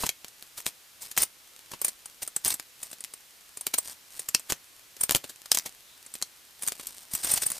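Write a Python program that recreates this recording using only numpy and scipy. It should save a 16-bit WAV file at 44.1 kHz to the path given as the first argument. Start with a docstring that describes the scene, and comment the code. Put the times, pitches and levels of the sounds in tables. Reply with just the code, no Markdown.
"""A work table in a small room, stereo microphone close in, over a steady hiss: hands thread a cloth band
through a metal chain. It opens with dry snaps from gripped links and the plastic bag under them, and a
short drag of the heap. From 1.2 s loose links clink and ring briefly. A larger hoop rings out at 4.3 s,
the snaps are loudest from 5.1 to 5.6 s, then fingers slide faintly along the cloth. In the last half
second the heap is dragged again, rustling and jingling."""
import sys
import numpy as np
from scipy import signal
from scipy.fft import rfft, irfft, next_fast_len
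from scipy.io import wavfile
from scipy.ndimage import uniform_filter1d

SR = 44100
rng = np.random.default_rng(int(sys.argv[2]) if len(sys.argv) > 2 else 0)


def inscribe(sig):
    """Save sig as 16-bit PCM at rate SR to the path in sys.argv[1].

    A 1-D sig is mono; a 2-D sig holds one channel per row.
    Samples are clipped to [-1, 1] before scaling.
    """
    pcm = np.round(np.clip(np.atleast_2d(sig).T, -1, 1) * 32767)
    wavfile.write(sys.argv[1], SR, pcm.astype(np.int16))


N = 334719
GRAIN, LEAD = 4096, 1024  # samples: length of one short sound, and its run-up to the impact
LINK_HZ, LINK_T60_S = 8870, 0.013  # ring of an average small link

# Spectrum of the noise floor. Each row: frequency in Hz, relative level in dB.
HISS_COLOUR = [(12, -44), (20, -6), (48, -5.5), (130, -6.5), (168, -9.5), (210, -7.5), (255, -7), (319, -6),
               (542, -6), (1190, -4.5), (2990, -3.5), (3840, -3.5), (7950, -5.5), (14300, -7.5),
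               (16000, -23)]
# How alike the hiss is left and right. Each row: frequency in Hz, correlation from 0 to 1.
HISS_CORRELATION = [(60, 0.1), (240, 0.3), (950, 0.15), (3770, 0.66), (15000, 1)]
# Decay of the room. Each row: frequency in Hz, T60 in seconds.
ROOM_DECAY = [(150, 0.0046), (1000, 0.2), (4000, 0.11), (14000, 0.1)]
# Spectrum of the room's tail. Each row: frequency in Hz, relative level in dB.
TAIL_COLOUR = [(100, -1), (1000, -8.5), (2500, -2), (5000, -2.5), (9000, -6.5), (15000, -1.5)]
# Echoes off the table and hands. Each row: delay in seconds, gain in dB.
NEAR_ECHOES = [(.0018, -36.5), (.003, -26), (.0052, -22.5)]
# Sound scattered by table and hands into the side signal. Each row: frequency in Hz, gain in dB.
SIDE_COLOUR = [(60, -6), (250, 0), (1000, -5.5), (2400, -4.5), (4600, -19.5), (8500, -16), (13000, -14.5)]
# Moments when the stereo image opens. Each row: start in seconds, end in seconds.
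WIDE_SPANS = [(1.8, 1.9), (3.72, 3.81), (5.0, 5.07), (6.66, 6.71), (7.44, 7.5)]
# The microphone's lean to the left. Each row: frequency in Hz, left over right in dB.
LEFT_LEAN = [(100, 2), (600, 0.5), (2000, 1.2), (5000, 0.5), (12000, 0.5)]
# The heap dragged over its bag. Each row: start in seconds, end in seconds, level in dB.
HEAP_DRAGS = [(0, 0.073, -36.5), (0.657, 0.691, -37.5), (1.01, 1.072, -46), (1.167, 1.24, -30.5),
              (1.84, 1.896, -41), (2.444, 2.531, -34), (2.809, 2.88, -53.5), (3.843, 3.932, -46),
              (4.114, 4.23, -54), (6.614, 6.729, -49.5), (6.776, 7.048, -57.5), (7.113, 7.584, -44),
              (7.23, 7.385, -33), (7.419, 7.44, -27)]
# Spectrum of one tick of the rustle. Each row: frequency in Hz, relative level in dB.
RUSTLE_COLOUR = [(30, -6.5), (180, -8), (450, -8.5), (1100, -6.5), (2600, -7), (3900, -4.5), (5500, -2.5),
                 (7600, -2), (9000, 1.5), (10500, -4.5), (12500, -2), (14300, -6.5), (15500, -14.5)]
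# A link pressed down on the table top. Each row: time in seconds, level in dB.
LINK_KNOCKS = [(.036, -29.5), (0.047, -43.5), (1.736, -44)]
# The table top's hollow note. Each row: frequency in Hz, relative level in dB, T60 in seconds.
TABLE_TOP_MODES = [(967, 0.5, 0.02), (1106, 0, 0.012), (2680, -5, 0.027), (3980, -9, 0.018)]
# The heap bumping the table. Each row: time in seconds, level in dB.
HEAP_BUMPS = [(1.181, -43), (4.523, -42), (5.15, -34), (7.138, -41), (7.337, -40.5)]
# The board's low modes. Each row: frequency in Hz, relative level in dB, T60 in seconds.
BOARD_MODES = [(86, -17, 0.08), (137, -2, 0.055), (198, 2.5, 0.039)]
# Bag creases and gripped links snapping. Each row: time in seconds, level in dB,
# scrape time in seconds, treble tilt in dB per octave.
DRY_SNAPS = [(0.04, -31, 0.0026, -4), (0.0658, -28, 0.0014, 1), (0.0918, -25.5, 0.00017, 0),
             (0.2461, -40.5, 0.000053, 1), (.2826, -45, .001, 2), (0.4254, -42.5, 0.00021, 1),
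             (0.5794, -34, 0.0049, 1.5), (.604, -39.5, .0008, 3), (0.6655, -24.5, 0.00019, 1.5),
             (1.0236, -37, .005, 5.5), (1.1147, -36, .0023, 3), (1.1767, -21.5, .0002, 1.5),
             (1.181, -21.5, 0.00051, 7.5), (1.7171, -38.5, .0026, 0), (1.7364, -39, 0.0039, -2.5),
             (2.223, -33, 0.0028, 0.5), (2.449, -24, 0.00017, 8), (2.46, -24, 0.0033, .5),
             (2.506, -29, .001, 3.5), (2.5981, -36, .0005, 0), (2.931, -39, 0.0017, 1.5),
             (3.0401, -36.5, 0.00024, 2), (3.0472, -37.5, 0.00024, 1.5), (3.668, -24.5, 0.00097, 1),
             (3.7404, -22.5, 0.0019, 1.2), (4.501, -25.5, .004, .3), (4.5227, -23.5, 0.0003, -1.5),
             (4.9672, -45, .0015, 0), (5.0947, -25.5, 0.000048, 1), (5.11, -20.5, .0003, 1.6),
             (5.1219, -27, .0012, 1.8), (5.1495, -18.5, 0.00095, -0.5), (5.159, -24.5, 0.00054, -1),
             (5.1645, -25, 0.001, 4.5), (5.2427, -37, 0.0027, -1.5), (5.2968, -38, 0.0037, 1),
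             (5.459, -41, 0.00088, 0), (5.5173, -17, 0.00043, 3), (5.548, -21.5, 0.0021, 2),
             (5.5734, -24, 0.00066, 1.5), (5.5873, -24.5, 0.00019, 3), (5.661, -32, 0.004, -0.2),
             (6.1537, -38, 0.0011, 0.3), (6.2165, -40, .0004, -1), (6.6657, -36.5, .0003, 4),
             (6.6846, -27, 0.00062, 3), (6.7213, -32.5, 0.00094, 0.5), (6.7982, -38.5, 0.0022, -.5),
             (6.8707, -31.5, 0.0011, 6), (7.1366, -27.5, .0023, 8), (7.3763, -28, 0.0017, 1)]
# Spectrum of a snap before its tilt. Each row: frequency in Hz, relative level in dB.
SNAP_SPECTRUM = [(30, -4.5), (250, -2), (700, -2.5), (1200, -4), (2800, -3), (4200, -1), (5300, -2.5),
                 (7300, 0.5), (12600, -4.5), (15000, -6.5)]
# Spectrum of metal touching metal. Each row: frequency in Hz, relative level in dB.
CONTACT_SPECTRUM = [(30, -6), (200, -0.5), (1200, -0.5), (2500, -2), (4000, -2), (5500, -1), (9000, 11.5),
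                    (12000, -0.5), (15000, -8.5)]
# The large oval hoop struck. Each row: time in seconds, level in dB, pitch in Hz, slide-in in seconds.
HOOP_CLINKS = [(.0922, -28.5, 4110, 0.00011), (4.3478, -16.5, 5300, 0.00031), (5.5175, -19, 5250, 0.000083),
               (6.2246, -25.5, 5450, .0001)]
# The hoop's modes. Each row: multiple of its pitch, relative level in dB.
HOOP_MODES = [(0.509, -6), (0.602, -9), (.78, 1), (0.999, 1.5), (1.08, -2), (1.25, -5), (1.52, -4),
              (1.69, -7.5)]
# Small links colliding. Each row: time in seconds, level in dB, pitch in Hz, slide-in in seconds.
LINK_CLINKS = [(1.221, -21, 9100, 0.0026), (1.2332, -22, 9230, 0.0023), (1.816, -28, 8400, 0.00024),
               (1.848, -22, 9330, 0.0018), (1.8814, -29.5, 9450, .0002), (2.0577, -39, 8550, .0002),
               (2.23, -32.5, 8370, 0.00082), (2.2764, -32.5, 8840, .0002), (2.3636, -24, 8530, 0.00033),
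               (2.4797, -22, 9300, 0.00083), (2.5417, -28.5, 8000, .002), (2.8313, -34, 8800, .002),
               (2.9143, -42, 9100, .0002), (3.0066, -39, 9100, 0.00048), (3.1377, -39, 9050, 0.00053),
               (3.5725, -36, 8660, .0008), (3.6102, -34, 9130, .0002), (3.7851, -22, 8760, 0.0027),
               (4.1942, -31.5, 9050, 0.00061), (4.2877, -28.5, 7800, 0.00024), (4.3959, -40.5, 8250, .0002),
               (5.012, -24, 9380, 0.0029), (5.036, -22, 8780, 0.0021), (6.0634, -44.5, 9800, .0002),
               (6.1393, -37, 8500, .0002), (6.6233, -33, 9900, .0002), (6.6336, -32, 9100, 0.00095),
               (6.6756, -26, 8880, 0.00027), (7.1513, -25.5, 8180, 0.0005), (7.2465, -26, 8580, 0.00091),
               (7.317, -20.5, 8920, 0.0047), (7.339, -19.5, 8600, 0.0038), (7.4652, -23.5, 8910, 0.0045),
               (7.5021, -30.5, 8900, 0.00032), (7.5178, -28.5, 10100, 0.0011)]
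# Bending modes of one link. Each row: multiple of its pitch, relative level in dB.
LINK_MODES = [(.62, -24), (.87, -9.5), (.95, 0.5), (1, 4), (1.05, -1.5), (1.1, -13), (1.51, -5.5),
              (1.59, -14.5), (1.66, -1)]


def amp(db):
    """Decibels to gain."""
    return 10 ** (np.asarray(db) / 20)


def unit_rms(x):
    """Scales to an rms of one."""
    return x / np.sqrt(np.mean(x ** 2) + 1e-20)


def hit_energy(x):
    """Scales a short sound to the energy of 10 ms at full level."""
    return x * np.sqrt(SR / 100 / (np.sum(x ** 2) + 1e-20))


def curve(points, hz):
    """Reads a (Hz, value) table on a log-frequency axis."""
    point_hz, value = np.transpose(points)
    return np.interp(np.log(hz + 1), np.log(point_hz + 1), value)


def add(mix, start_s, sound):
    """Mixes a sound in at its start time."""
    part = mix[max(round(start_s * SR), 0):][:len(sound)]
    part += sound[:len(part)]


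def click(colour, tilt_db, ripple_db):
    """A sharp-fronted click of a given colour, with chance resonances of its own."""
    hz = np.fft.rfftfreq(GRAIN, 1 / SR)
    ripple = unit_rms(uniform_filter1d(uniform_filter1d(rng.standard_normal(len(hz)), size=50), size=30))
    octaves = np.log2(np.clip(hz, 400, 11000) / 4000)
    db = curve(colour, hz) + tilt_db * octaves + ripple_db * ripple
    log_gain = np.log(amp(np.maximum(db, db.max() - 60)))
    mirrored = np.concatenate([log_gain, log_gain[-2:0:-1]])
    return np.fft.ifft(np.exp(np.conj(signal.hilbert(mirrored)))).real  # minimum phase


def scrape(before_s, after_s, grit):
    """Tiny slips build up to an impact at sample LEAD and then die away."""
    t = (np.arange(GRAIN) - LEAD) / SR
    slips = rng.standard_normal(GRAIN) * (rng.random(GRAIN) < .4)
    fade_s = np.maximum(np.where(t < 0, before_s, after_s), 1 / SR)
    force = grit * slips * np.exp(-abs(t) / fade_s)
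    force[LEAD] = 1
    return force


def metal_ring(modes, hz, t60, detune=0.017, uneven_db=1.5):
    """The free ring of one piece of metal; no two are quite alike."""
    t = np.arange(GRAIN) / SR
    ratio, db = np.transpose(modes)[:, :, None]
    pitch, strength, turn = rng.standard_normal((3, len(modes), 1))
    phase = 2 * np.pi * (hz * ratio * (1 + detune * pitch) * t + turn)
    decay = np.exp(-np.log(1000) * t / t60)
    return (amp(db + uneven_db * strength) * decay * np.sin(phase)).sum(0)


def hiss(level_db=-54.5):
    """The steady noise floor: wide in the bass, centred in the treble."""
    hz = np.fft.rfftfreq(N, 1 / SR)
    left, independent = rfft(rng.standard_normal((2, N)))
    shared = curve(HISS_CORRELATION, hz)
    right = shared * left + np.sqrt(1 - shared ** 2) * independent
    spectra = np.array([left, right]) * amp(curve(HISS_COLOUR, hz))
    return amp(level_db) * unit_rms(irfft(spectra, N))


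def reflections(x, t60s, colour, count=3, shift_hz=1.297):
    """Sparse dying reflections; the pattern keeps changing as the hands move."""
    length, out = SR // 4, np.zeros(N)
    gain = amp(curve(colour, np.fft.rfftfreq(2 * length, 1 / SR)))
    for k in range(count):
        taps = rng.standard_normal(length) * (rng.random(length) < .3) * (np.arange(length) > SR // 1000)
        hz, t, bands = signal.stft(taps, SR, nperseg=64)
        decay = np.exp(-np.log(1000) * t / curve(t60s, hz)[:, None])
        tail = signal.istft(bands * decay, SR)[1]
        tail = irfft(rfft(tail / np.linalg.norm(tail), 2 * length) * gain)
        crossfade = np.sqrt(2 / count) * np.cos(np.pi * (np.arange(N) / SR * shift_hz + k / count))
        out += signal.oaconvolve(x * crossfade, tail[:length])[:N]
    return out


def room(x, wet_db=-9, side_db=-9, scatter_t60=0.015):
    """Direct sound, near echoes and the small room's short tail at the microphone, as mid and side."""
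    mid = x + amp(wet_db) * reflections(x, ROOM_DECAY, TAIL_COLOUR)
    for delay_s, db in NEAR_ECHOES:
        add(mid, delay_s, amp(db) * x)
    scattered = reflections(x, [(1000, scatter_t60)], SIDE_COLOUR)
    side_tail = amp(wet_db + side_db) * reflections(x, ROOM_DECAY, TAIL_COLOUR)
    return mid, scattered + side_tail


def widen(side, narrow_db=-1.5, wide_db=7, above_hz=2500):
    """The treble sits near the centre of the image, but now and then spreads to the sides."""
    t = np.arange(N) / SR
    wide = uniform_filter1d(sum(1. * (t > start) * (t < end) for start, end in WIDE_SPANS), size=400)
    treble = signal.sosfiltfilt(signal.butter(2, above_hz, "high", fs=SR, output="sos"), side)
    return amp(narrow_db) * side + amp(wide_db) * wide * treble


def cloth_rub(start_s=5.82, end_s=6.01, centre_hz=3760, width_hz=700, level_db=-61):
    """Fingers slide along the cloth with a faint, narrow whisper."""
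    off_centre = 2 * (np.fft.rfftfreq(N, 1 / SR) - centre_hz) / width_hz
    whisper = unit_rms(irfft(rfft(rng.standard_normal(N)) / (1 + off_centre ** 2), N))
    progress = np.clip((np.arange(N) / SR - start_s) / (end_s - start_s), 0, 1)
    return amp(level_db) * whisper * np.sin(np.pi * progress)


def drag_power(edge_s=0.0048):
    """How hard the heap is being dragged: each pull sets in, holds and stops."""
    t = np.arange(N) / SR
    return sum(amp(db) ** 2 * np.clip(np.minimum(t - start, end - t) / edge_s + .5, 0, 1)
               for start, end, db in HEAP_DRAGS)


def crackle(per_s, spread_db, ripple_db, count):
    """A stream of tiny clicks of uneven size from several spots."""
    out = np.zeros(N)
    for _ in range(count):
        size = amp(spread_db * np.minimum(rng.exponential(1, N), 3.5)) * rng.choice([-1, 1], N)
        ticks = size * (rng.random(N) < per_s / count / SR)
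        out += signal.oaconvolve(ticks, click(RUSTLE_COLOUR, 0, ripple_db))[:N]
    return unit_rms(out)


def heap_rustle(hits, drag_db=0.5, stir_db=-15, stir_s=0.0013, clump_db=3.5, idle_db=-60):
    """The heap rustles while dragged and stirs around every hit; stray ticks thicken while it moves."""
    smear = np.exp(-abs(np.arange(-LEAD, LEAD + 1)) / SR / stir_s)
    stir_power = abs(signal.oaconvolve(hits ** 2, smear / smear.sum(), "same"))
    power = amp(drag_db) ** 2 * drag_power() + amp(stir_db) ** 2 * stir_power
    flutter = unit_rms(uniform_filter1d(rng.standard_normal(N), size=150))
    clumps = unit_rms(amp(clump_db * flutter))  # links catch and let go
    moving = np.sqrt(power) * clumps * crackle(per_s=6000, spread_db=-0.5, ripple_db=3, count=6)
    busy = uniform_filter1d(1. * (power > amp(idle_db) ** 2), size=4000)
    stray_ticks = amp(-64) * crackle(per_s=16, spread_db=3, ripple_db=3, count=4)
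    busy_ticks = amp(-49) * busy * crackle(per_s=150, spread_db=3.2, ripple_db=2, count=4)
    return moving + stray_ticks + busy_ticks


def heap_jingle(gain_db=-5, per_s=160, spread_db=3, pitch_spread=0.039, count=6):
    """Loose links in the dragged heap knock together by chance, as hard as the pull."""
    out = np.zeros(N)
    for _ in range(count):
        hz = LINK_HZ * (1 + pitch_spread * rng.standard_normal())
        ring = metal_ring(LINK_MODES, hz, LINK_T60_S)
        link = hit_energy(signal.fftconvolve(scrape(before_s=0.00052, after_s=0.0041, grit=0.2), ring))
        size = amp(spread_db * np.minimum(rng.exponential(1, N), 2))
        strikes = size * (rng.random(N) < per_s / count / SR)
        out += signal.oaconvolve(strikes, link)[LEAD:][:N]
    return amp(gain_db) * np.sqrt(drag_power()) * unit_rms(out)


def table_knocks(events, modes):
    """The table rings briefly under each blow."""
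    out, t = np.zeros(N), np.arange(GRAIN) / SR
    note = sum(amp(db) * np.exp(-np.log(1000) * t / t60) * np.sin(2 * np.pi * hz * t)
               for hz, db, t60 in modes)
    for time_s, db in events:
        add(out, time_s, amp(db) * hit_energy(note))
    return out


def snaps(settle_s=0.007, settle_db=-12):
    """Each bag crease or gripped link gives way with a broad click, then settles with a smaller one."""
    out = np.zeros(N + LEAD)
    for time_s, db, scrape_s, tilt_db in DRY_SNAPS:
        crack = click(SNAP_SPECTRUM, tilt_db, ripple_db=1.23)
        for delay_s, drop_db in [(0, 0), (settle_s * (.5 + rng.random()), settle_db)]:
            force = scrape(before_s=0.81 * scrape_s, after_s=2.06 * scrape_s, grit=0.63)
            snap = hit_energy(signal.fftconvolve(force, crack))
            add(out, time_s + delay_s, amp(db + drop_db) * snap)
    return out[LEAD:]


def clinks(events, modes, t60, gain_db, ring_db, ring_per_db, chatter_s, restrike, grit, usual_db=-30):
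    """Metal pieces slide, meet and chatter; the hit's level sets the balance of ring and contact noise."""
    out = np.zeros(N + LEAD)
    for time_s, db, hz, slide_s in events:
        ring = signal.fftconvolve(scrape(slide_s, chatter_s, restrike), metal_ring(modes, hz, t60))
        slips = scrape(slide_s, chatter_s, grit)
        contact = signal.fftconvolve(slips, click(CONTACT_SPECTRUM, tilt_db=0, ripple_db=1.5))
        ring_gain = amp(ring_db + ring_per_db * (db - usual_db))
        clink = ring_gain * hit_energy(ring) + hit_energy(contact)
        add(out, time_s, amp(db + gain_db) * hit_energy(clink))
    return out[LEAD:]


def scene():
    """The chain and its bag lie close to the microphone, a little to the left."""
    links = clinks(LINK_CLINKS, LINK_MODES, t60=LINK_T60_S, gain_db=0.5, ring_db=1.5, ring_per_db=0.67,
                   chatter_s=0.004, restrike=0.14, grit=1.2)
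    hoop = clinks(HOOP_CLINKS, HOOP_MODES, t60=0.0093, gain_db=0, ring_db=1, ring_per_db=-0.3,
                  chatter_s=0.0029, restrike=0.13, grit=0.44)
    hits = snaps() + links + hoop
    table = table_knocks(LINK_KNOCKS, TABLE_TOP_MODES) + table_knocks(HEAP_BUMPS, BOARD_MODES)
    mid, side = room(hits + table + heap_rustle(hits) + heap_jingle() + cloth_rub())
    side = widen(side)
    size = next_fast_len(N + GRAIN)
    lean_db = curve(LEFT_LEAN, np.fft.rfftfreq(size, 1 / SR))
    spectra = rfft(np.array([mid + side, mid - side]), size) * amp([lean_db / 2, -lean_db / 2])
    return irfft(spectra, size)[:, :N] + hiss()


def record(dry):
    """The recorder clips at full scale and cuts the treble above 15.3 kHz."""
    low_pass = signal.firwin(301, 15300, window=("kaiser", 9), fs=SR)
    return signal.oaconvolve(np.clip(dry, -1, 1), low_pass[None], "same")


dry = scene()
out = record(dry)
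inscribe(out)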